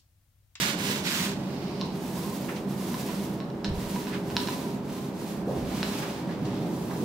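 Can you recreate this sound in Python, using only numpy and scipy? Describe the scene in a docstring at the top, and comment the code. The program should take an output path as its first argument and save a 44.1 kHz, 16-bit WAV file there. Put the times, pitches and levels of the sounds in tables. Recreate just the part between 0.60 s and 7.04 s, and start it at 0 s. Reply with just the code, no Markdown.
"""A fan hums in a workshop while a small paint roller spreads wet finish over a droning wooden board.
From the start, mostly on the right, threads of finish snap behind the roller (fizz), its fuzzy nap
rubs the wood (swish) and its sleeve rattles faintly. Near 1 s comes a faint, breath-like hiss, and the
sleeve starts to tick on its wire frame. From 3 s the board now and then bumps on its table. Just before
5 s the roller lands with three soft knocks, then rolls on, by now nearer the middle."""
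import sys
import numpy as np
from scipy import signal
from scipy.fft import rfft, irfft
from scipy.io import wavfile

SR = 44100
rng = np.random.default_rng(int(sys.argv[2]) if len(sys.argv) > 2 else 0)


def to_wav(sig):
    """Store sig (one row per channel, or 1-D mono) as 16-bit WAV at the path in sys.argv[1].

    Samples outside -1..1 are clipped; the rate is SR.
    """
    pcm = np.clip(np.atleast_2d(sig), -1, 1) * 32767
    pcm = np.round(pcm).astype(np.int16)
    wavfile.write(sys.argv[1], SR, pcm.T)  # frames by channels


N = 284004
TIME = np.arange(N) / SR
BINS = np.fft.rfftfreq(N, 1 / SR)  # the pitches in a spectrum, in Hz

# A level_db compares the rows of its table. A fade_s is the time a sound takes to fall by 60 dB.
# the fan's rush of air: pitch_hz, level_db
AIR_SPECTRUM = [(15, -36), (30, -23.5), (75, -14), (120, -12.5), (175, 2.5), (260, -4), (340, -5.5),
                (375, -9), (430, -12), (480, -12.5), (750, -14), (990, -18), (1300, -24), (2800, -38),
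                (7000, -48), (15000, -49)]
# the fan's one brief lull: time_s, air_db, tones_db
FAN_LEVELS = [(4.1, -35, 0), (4.4, -36.5, -3), (4.9, -34, -0.5)]
# the fan's tones: pitch_hz, level_db, waver_hz, shake_ratio (shaken part over steady part)
FAN_TONES = [(90, -57.5, 5.8, 2.4), (137.4, -45.5, 7, 2.6), (192.7, -41.5, 4.3, 1.15),
             (202.1, -44, 4.2, 2.1), (248.5, -47, 6, 1.2), (291, -55, 2, 2.2), (311.9, -48, 2.5, 0.85),
             (336.7, -49, 2.5, 1), (394.2, -51, 5.4, 1.8), (403.3, -45, 3.4, 1), (493, -55.5, 3.8, 1.7),
             (570.5, -54, 4.5, 0.96), (860, -59, 3.6, 0.33), (938, -56.5, 5.6, 1.1)]
# how alike the air sounds in the two ears: pitch_hz, likeness_0_to_1
EAR_LIKENESS = [(60, 0.96), (300, 0.95), (640, 0.77), (1400, 0.34), (3000, 0.021), (15000, 0.031)]
# roller strokes, with relative levels at full speed: start_s, end_s, fizz_db, swish_db, drone_db
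STROKES = [(-.2, 0.173, -38, -26.5, -42.5), (0.16, 0.441, -41, -30.5, -39),
           (0.416, 0.741, -38.5, -29.5, -64), (0.59, 1.484, -61.5, -48.5, -42),
           (1.307, 2.09, -48.5, -46.5, -47), (2.052, 2.828, -46.5, -44, -42.5),
           (3.1, 3.653, -47.5, -43.5, -50), (3.621, 4.215, -47.5, -44, -39.5),
           (4.225, 4.556, -52.5, -48, -42.5), (4.526, 4.845, -50, -48, -50),
           (4.849, 5.094, -54, -47.5, -37), (5.013, 5.672, -46, -39.5, -41), (5.652, 5.769, -63, -46, -40),
           (5.766, 6.138, -60, -46.5, -40), (5.98, 6.916, -51, -50, -37)]
# where the roller is: time_s, left_ear_delay_ms, left_minus_right_db, sideways_slide_0_to_1
ROLLER_PATH = [(0, 0.25, -7, 1), (.7, 0.12, -5, 0.9), (.85, 0.097, -7, 0.1), (1.3, 0, -4, 0.2),
               (6.4, 0.044, -2, 0.06)]
# threads of finish snapping: pitch_hz, level_db
FIZZ_SPECTRUM = [(700, -73), (1500, -6.5), (3500, 1.5), (6000, 2.5), (9500, 0.5), (13500, 0.5),
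                 (16000, -0.5)]
# the nap rubbing as it rolls: pitch_hz, level_db
SWISH_SPECTRUM = [(300, -29), (900, -2.5), (1700, -3.5), (2400, -3.5), (3700, -6), (4900, -8), (6300, -14),
                  (8000, -20), (15000, -73)]
# the nap sliding sideways: pitch_hz, level_db
SLIDE_SPECTRUM = [(400, -35), (900, -9.5), (1600, -4), (2400, -4.5), (3800, -4.5), (5200, -9),
                  (7500, -11.5), (10000, -22), (15000, -30)]
# the board's drone under the roller: pitch_hz, level_db
DRONE_SPECTRUM = [(15, -40), (30, -25), (70, -8), (130, 10), (300, 8.5), (500, -1), (750, -4.5),
                  (1100, -15.5), (2000, -34)]
# the workshop's first echoes: delay_s, left_gain, right_gain
ECHOES = [(.0054, 0.18, 0.18), (.0072, -0.12, 0.09), (0.013, .11, 0.085)]
# how long the workshop rings: pitch_hz, fade_s
ROOM_FADE = [(250, 0.18), (1000, 0.42), (4000, 0.42), (14000, 0.23)]
# the bright click of the sleeve's end cap: pitch_hz, level_db
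CAP_SPECTRUM = [(500, -21), (1500, -13.5), (2300, -18), (2900, -3), (3350, -4), (4080, 3), (4850, -5.5),
                (5450, -3.5), (6000, -11), (7000, -19), (9000, -27), (15000, -32)]
# the clack of the sleeve's hollow core: pitch_hz, level_db
CORE_SPECTRUM = [(200, -22), (600, -1), (1200, -5.5), (1680, 1.5), (2200, -5.5), (3200, -8), (5000, -15),
                 (8000, -32), (15000, -45)]
# skids of the nap: start_s, level_db, pitch_hz, half_width_octaves, rise_s, fade_s
SKIDS = [(.436, -40.5, 2906, 0.96, 0.034, 0.73), (1.88, -47.5, 1560, 0.66, 0.013, 0.28),
         (1.945, -52.5, 2300, 1, 0.021, 0.19), (2.092, -65, 9000, 1.04, 0.004, 0.47),
         (2.46, -55, 1400, 1.0, 0.026, 0.66), (3.04, -52, 4230, 0.55, 0.006, 0.22),
         (3.515, -46, 1620, 0.93, 0.028, 0.23), (5.42, -47, 1070, 0.98, 0.0087, 0.42),
         (5.68, -56, 1800, 0.22, 0.015, 0.38), (5.845, -54.5, 3480, 0.82, 0.0096, 0.17),
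         (6.3, -50.5, 950, 0.86, 0.011, 0.25)]
# a faint, thin, breath-like hiss: start_s, end_s, level_db
SOFT_HISS = [(.86, 1.42, -50)]
# the tone colour of that hiss: pitch_hz, level_db
SOFT_HISS_SPECTRUM = [(1500, -27), (2100, -3), (2800, -2), (3300, -7), (4700, 0), (5700, -7), (6800, -18),
                      (10000, -30), (15000, -54.5)]
# ticks of the sleeve on its frame: start_s, click_db, clack_db, bounce_db, wire_hz, wire_db, room_db
TICKS = [(1.2122, -15.5, -33, -7, 1044, -34.5, -2.5), (1.574, -43, -43, -10, 1033, -37.5, -9),
         (1.6455, -51, -49, -5, 1044, -39, -3), (1.725, -45, -43, -10, 1025, -41, -6),
         (2.343, -25, -23, -8, 1019, -33.5, -7), (2.489, -39, -34, -12, 986, -36, -4),
         (2.803, -29, -26.5, -14, 1095, -45, -0.5), (2.902, -35.5, -42, -15, 985, -52, -5),
         (3.0455, -17.5, -19.5, -5, 958, -37.5, 0), (3.3605, -31, -25, -12, 972, -31, -5),
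         (3.47, -31, -24.5, -8, 996, -41, 2), (3.7018, -46, -27, -10, 1040, -45, 3),
         (3.7668, -6, -11.5, -11, 975, -28, -4.5), (3.8023, -19, -31, -6, 983, -35, -6),
         (3.8738, -19, -24, -19.5, 1030, -46, -3), (3.886, -25, -18, -15, 1002, -29, -3),
         (3.999, -43, -34, -10.5, 994, -43, -7), (5.2299, -14.5, -12.5, -12, 1020, -42.5, -3)]
# bumps of the board: start_s, level_db, pitch_hz, half_width_octaves, rise_s, fade_s
BUMPS = [(3.06, -30, 68, 1.37, 0.043, 0.85), (3.19, -37, 55, 1.5, 0.036, 0.38),
         (3.72, -38.5, 85.6, 0.55, 0.018, 0.34), (3.93, -43, 370, 0.36, 0.044, 0.9),
         (4.868, -37, 520, 0.55, 0.026, 0.45), (4.93, -37, 370, 0.65, 0.03, 0.65),
         (4.95, -37.5, 74, 0.97, 0.035, 0.98), (5.07, -42, 72, 0.4, .03, 0.62),
         (5.72, -37, 130, 0.43, 0.11, 2.4), (6.32, -35, 275, 0.6, 0.11, 0.8)]
# the roller landing on the board: start_s, level_db
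LANDINGS = [(4.874, -28), (4.891, -21.5), (4.928, -27)]
# the notes of the knocked board: pitch_hz, level_db, fade_s
WOOD_NOTES = [(335, -9, 0.18), (437, -5, 0.12), (505, 1, 0.11), (580, -6, 0.078), (680, -11, .1),
              (805, -10, .1)]

FIZZ_POWER, SWISH_POWER, DRONE_POWER = 0.95, 0.68, 0.2  # each sound grows as speed to this power
FIZZ_REST_DB, SWISH_REST_DB, DRONE_REST_DB = -79, -57.5, -50  # what stays between strokes
WIRE_HZ, WIRE_HALF_WIDTH_HZ = 1004, 150  # where the wire frame rings


def amp(db):
    """Turns decibels into a number to multiply by."""
    return 10 ** (np.asarray(db) / 20)


def unit(x):
    """Scales a signal to an average strength (rms) of 1."""
    return x / np.sqrt(np.mean(x ** 2) + 1e-20)


def curves(rows):
    """Turns each column of a timed table into a value for every sample."""
    times, *columns = np.transpose(rows)
    return [np.interp(TIME, times, column) for column in columns]


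def read(points, hz):
    """Looks up a table at any pitch, joining its points on a log scale."""
    pitches, values = np.transpose(points)
    return np.interp(np.log(hz + 1), np.log(pitches + 1), values)


def colour(x, db):
    """Turns each pitch in x up or down by db, then scales to strength 1."""
    return unit(irfft(rfft(x) * amp(db), N))


def waver(hz):
    """A slow random wobble, with up to about hz changes a second."""
    return unit(irfft(rfft(rng.standard_normal(N)) * np.exp(-(BINS / hz) ** 2), N))


def add(mix, start_s, sound):
    """Lays a sound into the mix."""
    part = mix[..., round(start_s * SR):][..., :sound.shape[-1]]
    part += sound[..., :part.shape[-1]]


def snaps(per_s, spread_db):
    """Tiny clicks at random times; spread_db sets how much their sizes differ."""
    size = amp(spread_db * np.minimum(rng.exponential(1, N), 4))
    return size * rng.choice([-1, 1], N) * (rng.random(N) < per_s / SR)


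def bursts(rows):
    """Short swells of noise, each around one pitch."""
    out = np.zeros(N)
    for start_s, db, hz, octaves, rise_s, fade_s in rows:
        age = np.maximum(TIME - start_s, 0)
        noise = colour(rng.standard_normal(N), -4.3 * (np.log2((BINS + 1) / hz) / octaves) ** 2)
        out += noise * np.minimum(age / rise_s, 1) * amp(db - 60 * np.maximum(age - rise_s, 0) / fade_s)
    return out


def fan_tone(hz, waver_hz, shake_ratio):
    """One tone of the fan: a steady part, and a part that the churning air shakes about."""
    shake = (waver(waver_hz) + 1j * waver(waver_hz)) * np.sqrt(.5)
    steady = np.exp(2j * np.pi * (hz * TIME + rng.random()))
    return unit(((1 + shake_ratio * shake) * steady).real)


def fan():
    """The fan makes a low rush of air, alike in both ears in the bass, with wavering tones in it."""
    common, apart = rfft(rng.standard_normal((2, N)))
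    likeness = np.clip(read(EAR_LIKENESS, BINS), 0, 1)
    mid, side = common * np.sqrt(1 + likeness), apart * np.sqrt(1 - likeness)
    air_db, tones_db = curves(FAN_LEVELS)
    air = colour(irfft([mid + side, mid - side], N), read(AIR_SPECTRUM, BINS)) * amp(air_db)
    hum = sum(amp(db) * fan_tone(hz, waver_hz, shake) for hz, db, waver_hz, shake in FAN_TONES)
    return (air + hum * amp(tones_db)) * amp([[-1], [.8]])  # left ear, right ear


def arches(rows, power, rest_db):
    """A level in dB that rises and falls once for each row."""
    energy = np.full(N, amp(2 * rest_db))
    for start, end, db in rows:
        progress = np.clip((TIME - start) / (end - start), 0, 1)
        active = (progress > 0) & (progress < 1)
        arch = np.sin(np.pi * progress[active] ** 0.84)  # highest a little before the middle
        energy[active] += (amp(db) * arch ** power) ** 2
    return 10 * np.log10(energy)


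def stroke_levels():
    """Fizz, swish and drone levels in dB: they follow the hand as it speeds up and slows down."""
    start, end, fizz, swish, drone = np.transpose(STROKES)
    return (arches(zip(start, end, fizz), FIZZ_POWER, FIZZ_REST_DB),
            arches(zip(start, end, swish), SWISH_POWER, SWISH_REST_DB),
            arches(zip(start, end, drone), DRONE_POWER, DRONE_REST_DB))


def nap(fizz_db, swish_db, sliding, snaps_per_s, spread_db):
    """Threads of finish snap, fibres rub and skid on the wood, and the wire frame sings faintly."""
    fizz = colour(snaps(snaps_per_s, spread_db), read(FIZZ_SPECTRUM, BINS)) * amp(fizz_db)
    fibres = snaps(per_s=9000, spread_db=2.5)
    roll = (1 - sliding) * colour(fibres, read(SWISH_SPECTRUM, BINS))
    slide = sliding * colour(fibres, read(SLIDE_SPECTRUM, BINS)) * amp(-1)
    wire_spectrum = -20 * np.log10(1 + ((BINS - WIRE_HZ) / WIRE_HALF_WIDTH_HZ) ** 2)
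    wire_db = np.minimum(fizz_db, -48) - 9.5  # follows the fizz, up to a limit
    wire = colour(rng.standard_normal(N), wire_spectrum) * amp(wire_db)
    return fizz + (roll + slide) * amp(swish_db) + wire + skids()


def linger(db, fade_s):
    """The room holds on to a level, so it dies away instead of stopping."""
    keep, power = amp(-120 / (fade_s * SR)), amp(2 * db)
    return 10 * np.log10(signal.lfilter([1 - keep], [1, -keep], power, zi=[power[0]])[0])


def roller():
    """The nap is heard straight from where the roller is, and as a wash of echoes from the room."""
    fizz_db, swish_db, _ = stroke_levels()
    delay_ms, side_db, sliding = curves(ROLLER_PATH)
    patchy_db = 1.2 * waver(hz=30)  # the nap is wetter in some places than in others
    fizz_db, swish_db = fizz_db - 1.5 + patchy_db, swish_db - 6.5 + patchy_db
    right = nap(fizz_db, swish_db, sliding, snaps_per_s=6000, spread_db=-0.5)
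    fine = signal.resample_poly(right, 4, 1)  # finer time steps allow a tiny delay
    left = np.interp(TIME - delay_ms / 1000, np.arange(4 * N) / (4 * SR), fine)
    # countless snaps, each with its own echoes, reach the two ears differently
    held_db = linger(fizz_db, fade_s=0.11), linger(swish_db, fade_s=0.28)
    wash = np.array([nap(*held_db, sliding, snaps_per_s=25000, spread_db=5.5) for ear in "LR"])
    return (np.array([left, right]) + amp(3.5) * wash) * amp(np.array([side_db, -side_db]) / 2)


def drone():
    """The board drones as the roller runs over it."""
    _, _, drone_db = stroke_levels()
    return colour(rng.standard_normal(N), read(DRONE_SPECTRUM, BINS)) * amp(drone_db)


def workshop(x, tail_db, build_s):
    """The room sends back a few quick echoes and a tail that lasts longest at middle pitches."""
    t = np.arange(SR // 3) / SR
    hz, age, bands = signal.stft(rng.standard_normal((2, len(t))), SR, nperseg=256)
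    bands *= amp(-60 * age / read(ROOM_FADE, hz)[:, None])
    echo = signal.istft(bands, SR, nperseg=256)[1][:, :len(t)]
    echo *= 1 - np.exp(-(t / build_s) ** 2)
    echo *= amp(tail_db) / np.linalg.norm(echo, axis=1, keepdims=True)
    for delay_s, left, right in ECHOES:
        echo[:, round(delay_s * SR)] += left, right
    return signal.fftconvolve(x[None], echo, axes=1)[:, :len(x)]


def board_in_room(wood):
    """The board's low notes go straight to both ears; those above 300 Hz also scatter round the room."""
    scattered = signal.sosfilt(signal.butter(2, 300, "high", fs=SR, output="sos"), wood)
    return (wood + workshop(scattered, tail_db=-8.5, build_s=0.0094)) * amp([[-1], [.8]])


def click(click_db, clack_db, size=2048, swing_s=0.0007):
    """One sharp tap passes through the sleeve's cap and core, which stop ringing almost at once."""
    hz = abs(np.fft.fftfreq(size, 1 / SR))
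    cap, core = amp(read(CAP_SPECTRUM, hz)), amp(read(CORE_SPECTRUM, hz))
    gain = np.hypot(amp(click_db) * cap / cap.mean(), amp(clack_db) * core / core.mean())
    spectrum = np.exp(np.conj(signal.hilbert(np.log(gain))))  # nothing sounds before the tap
    delay_s = swing_s * cap / cap.max()  # the cap's strongest notes take longest to swing up
    spectrum *= np.exp(-2j * np.pi * np.cumsum(delay_s) * SR / size)
    return irfft(spectrum[:size // 2 + 1], size)


def knock(click_db, clack_db, bounce_db, wire_hz, wire_db):
    """The loose sleeve hits its frame: it clicks, chatters and bounces, and the wire rings on."""
    t = np.arange(SR // 3) / SR
    # the bent wire has two close notes that beat against each other
    wire = np.sin(2 * np.pi * wire_hz * t) - amp(-14) * np.sin(2 * np.pi * (wire_hz + 55) * t)
    tick = wire * amp(wire_db - 60 * t / 0.135)
    contact = click(click_db, clack_db)
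    add(tick, 0, contact)
    add(tick, 0.00074, amp(-12) * contact)  # chatter
    add(tick, 0.0046, amp(bounce_db) * contact)
    return tick


def rattle(top_knocks_per_s=28, full_speed_db=-47.5):
    """The frame knocks faintly at random, more often the faster the sleeve turns."""
    fizz_db, _, _ = stroke_levels()
    speed = np.minimum(amp(fizz_db - full_speed_db), 1)  # louder fizz stands for more speed
    out = np.zeros(N)
    for at in np.flatnonzero(rng.random(N) < top_knocks_per_s * speed / SR):
        force_db, detune = rng.uniform(-4, 4), rng.normal(1, .025)
        tap_db = force_db - 44
        tick = knock(tap_db, tap_db, bounce_db=-7, wire_hz=WIRE_HZ * detune, wire_db=force_db - 51.5)
        add(out, at / SR, tick)
    return (out + workshop(out, tail_db=0, build_s=0.0016)) * amp([[-1.5], [1.5]])


def skids():
    """The nap skids as the roller lands, drags or turns round."""
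    return bursts(SKIDS) * amp(4.5)


def soft_hiss():
    """A faint, thin, breath-like hiss swells and fades, off to the right."""
    spectrum = read(SOFT_HISS_SPECTRUM, BINS)
    hiss = np.array([colour(snaps(per_s=6200, spread_db=4), spectrum) for ear in "LR"])
    return hiss * amp(arches(SOFT_HISS, power=0.68, rest_db=-100)) * amp([[-2.5], [2.5]])


def ticks():
    """The sleeve's louder knocks on its frame, each with its own echoes."""
    out = np.zeros((2, N))
    for start_s, *blow, room_db in TICKS:
        tick = knock(*blow)
        add(out, start_s, tick + workshop(tick, tail_db=room_db, build_s=0.0039))
    return out * amp([[-1.5], [1.5]])


def bumps():
    """The board thuds dully on its table when it is pushed."""
    return bursts(BUMPS)


def landings(rise_s=0.0059):
    """The padded roller comes down softly, and the board rings with a few dying notes."""
    t = np.arange(SR // 3) / SR
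    ring = sum((-1) ** k * amp(db - 60 * t / fade_s) * np.sin(2 * np.pi * hz * t)
               for k, (hz, db, fade_s) in enumerate(WOOD_NOTES))  # neighbours swing opposite ways
    ring *= 1 - np.exp(-t / rise_s)
    ring /= abs(ring).max()
    out = np.zeros(N)
    for start_s, db in LANDINGS:
        add(out, start_s, amp(db) * ring)
    return out


def scene():
    """The fan, with the roller, the board, the frame and a soft hiss on top."""
    out = fan() + roller() + board_in_room(drone() + bumps() + landings())
    return out + rattle() + soft_hiss() + ticks()


def record(dry):
    """Cuts away the very highest treble, above 15780 Hz."""
    low_pass = signal.firwin(1023, 15780, window=("kaiser", 9), fs=SR)
    return signal.oaconvolve(dry, low_pass[None], "same")


dry = scene()
out = record(dry)
to_wav(out)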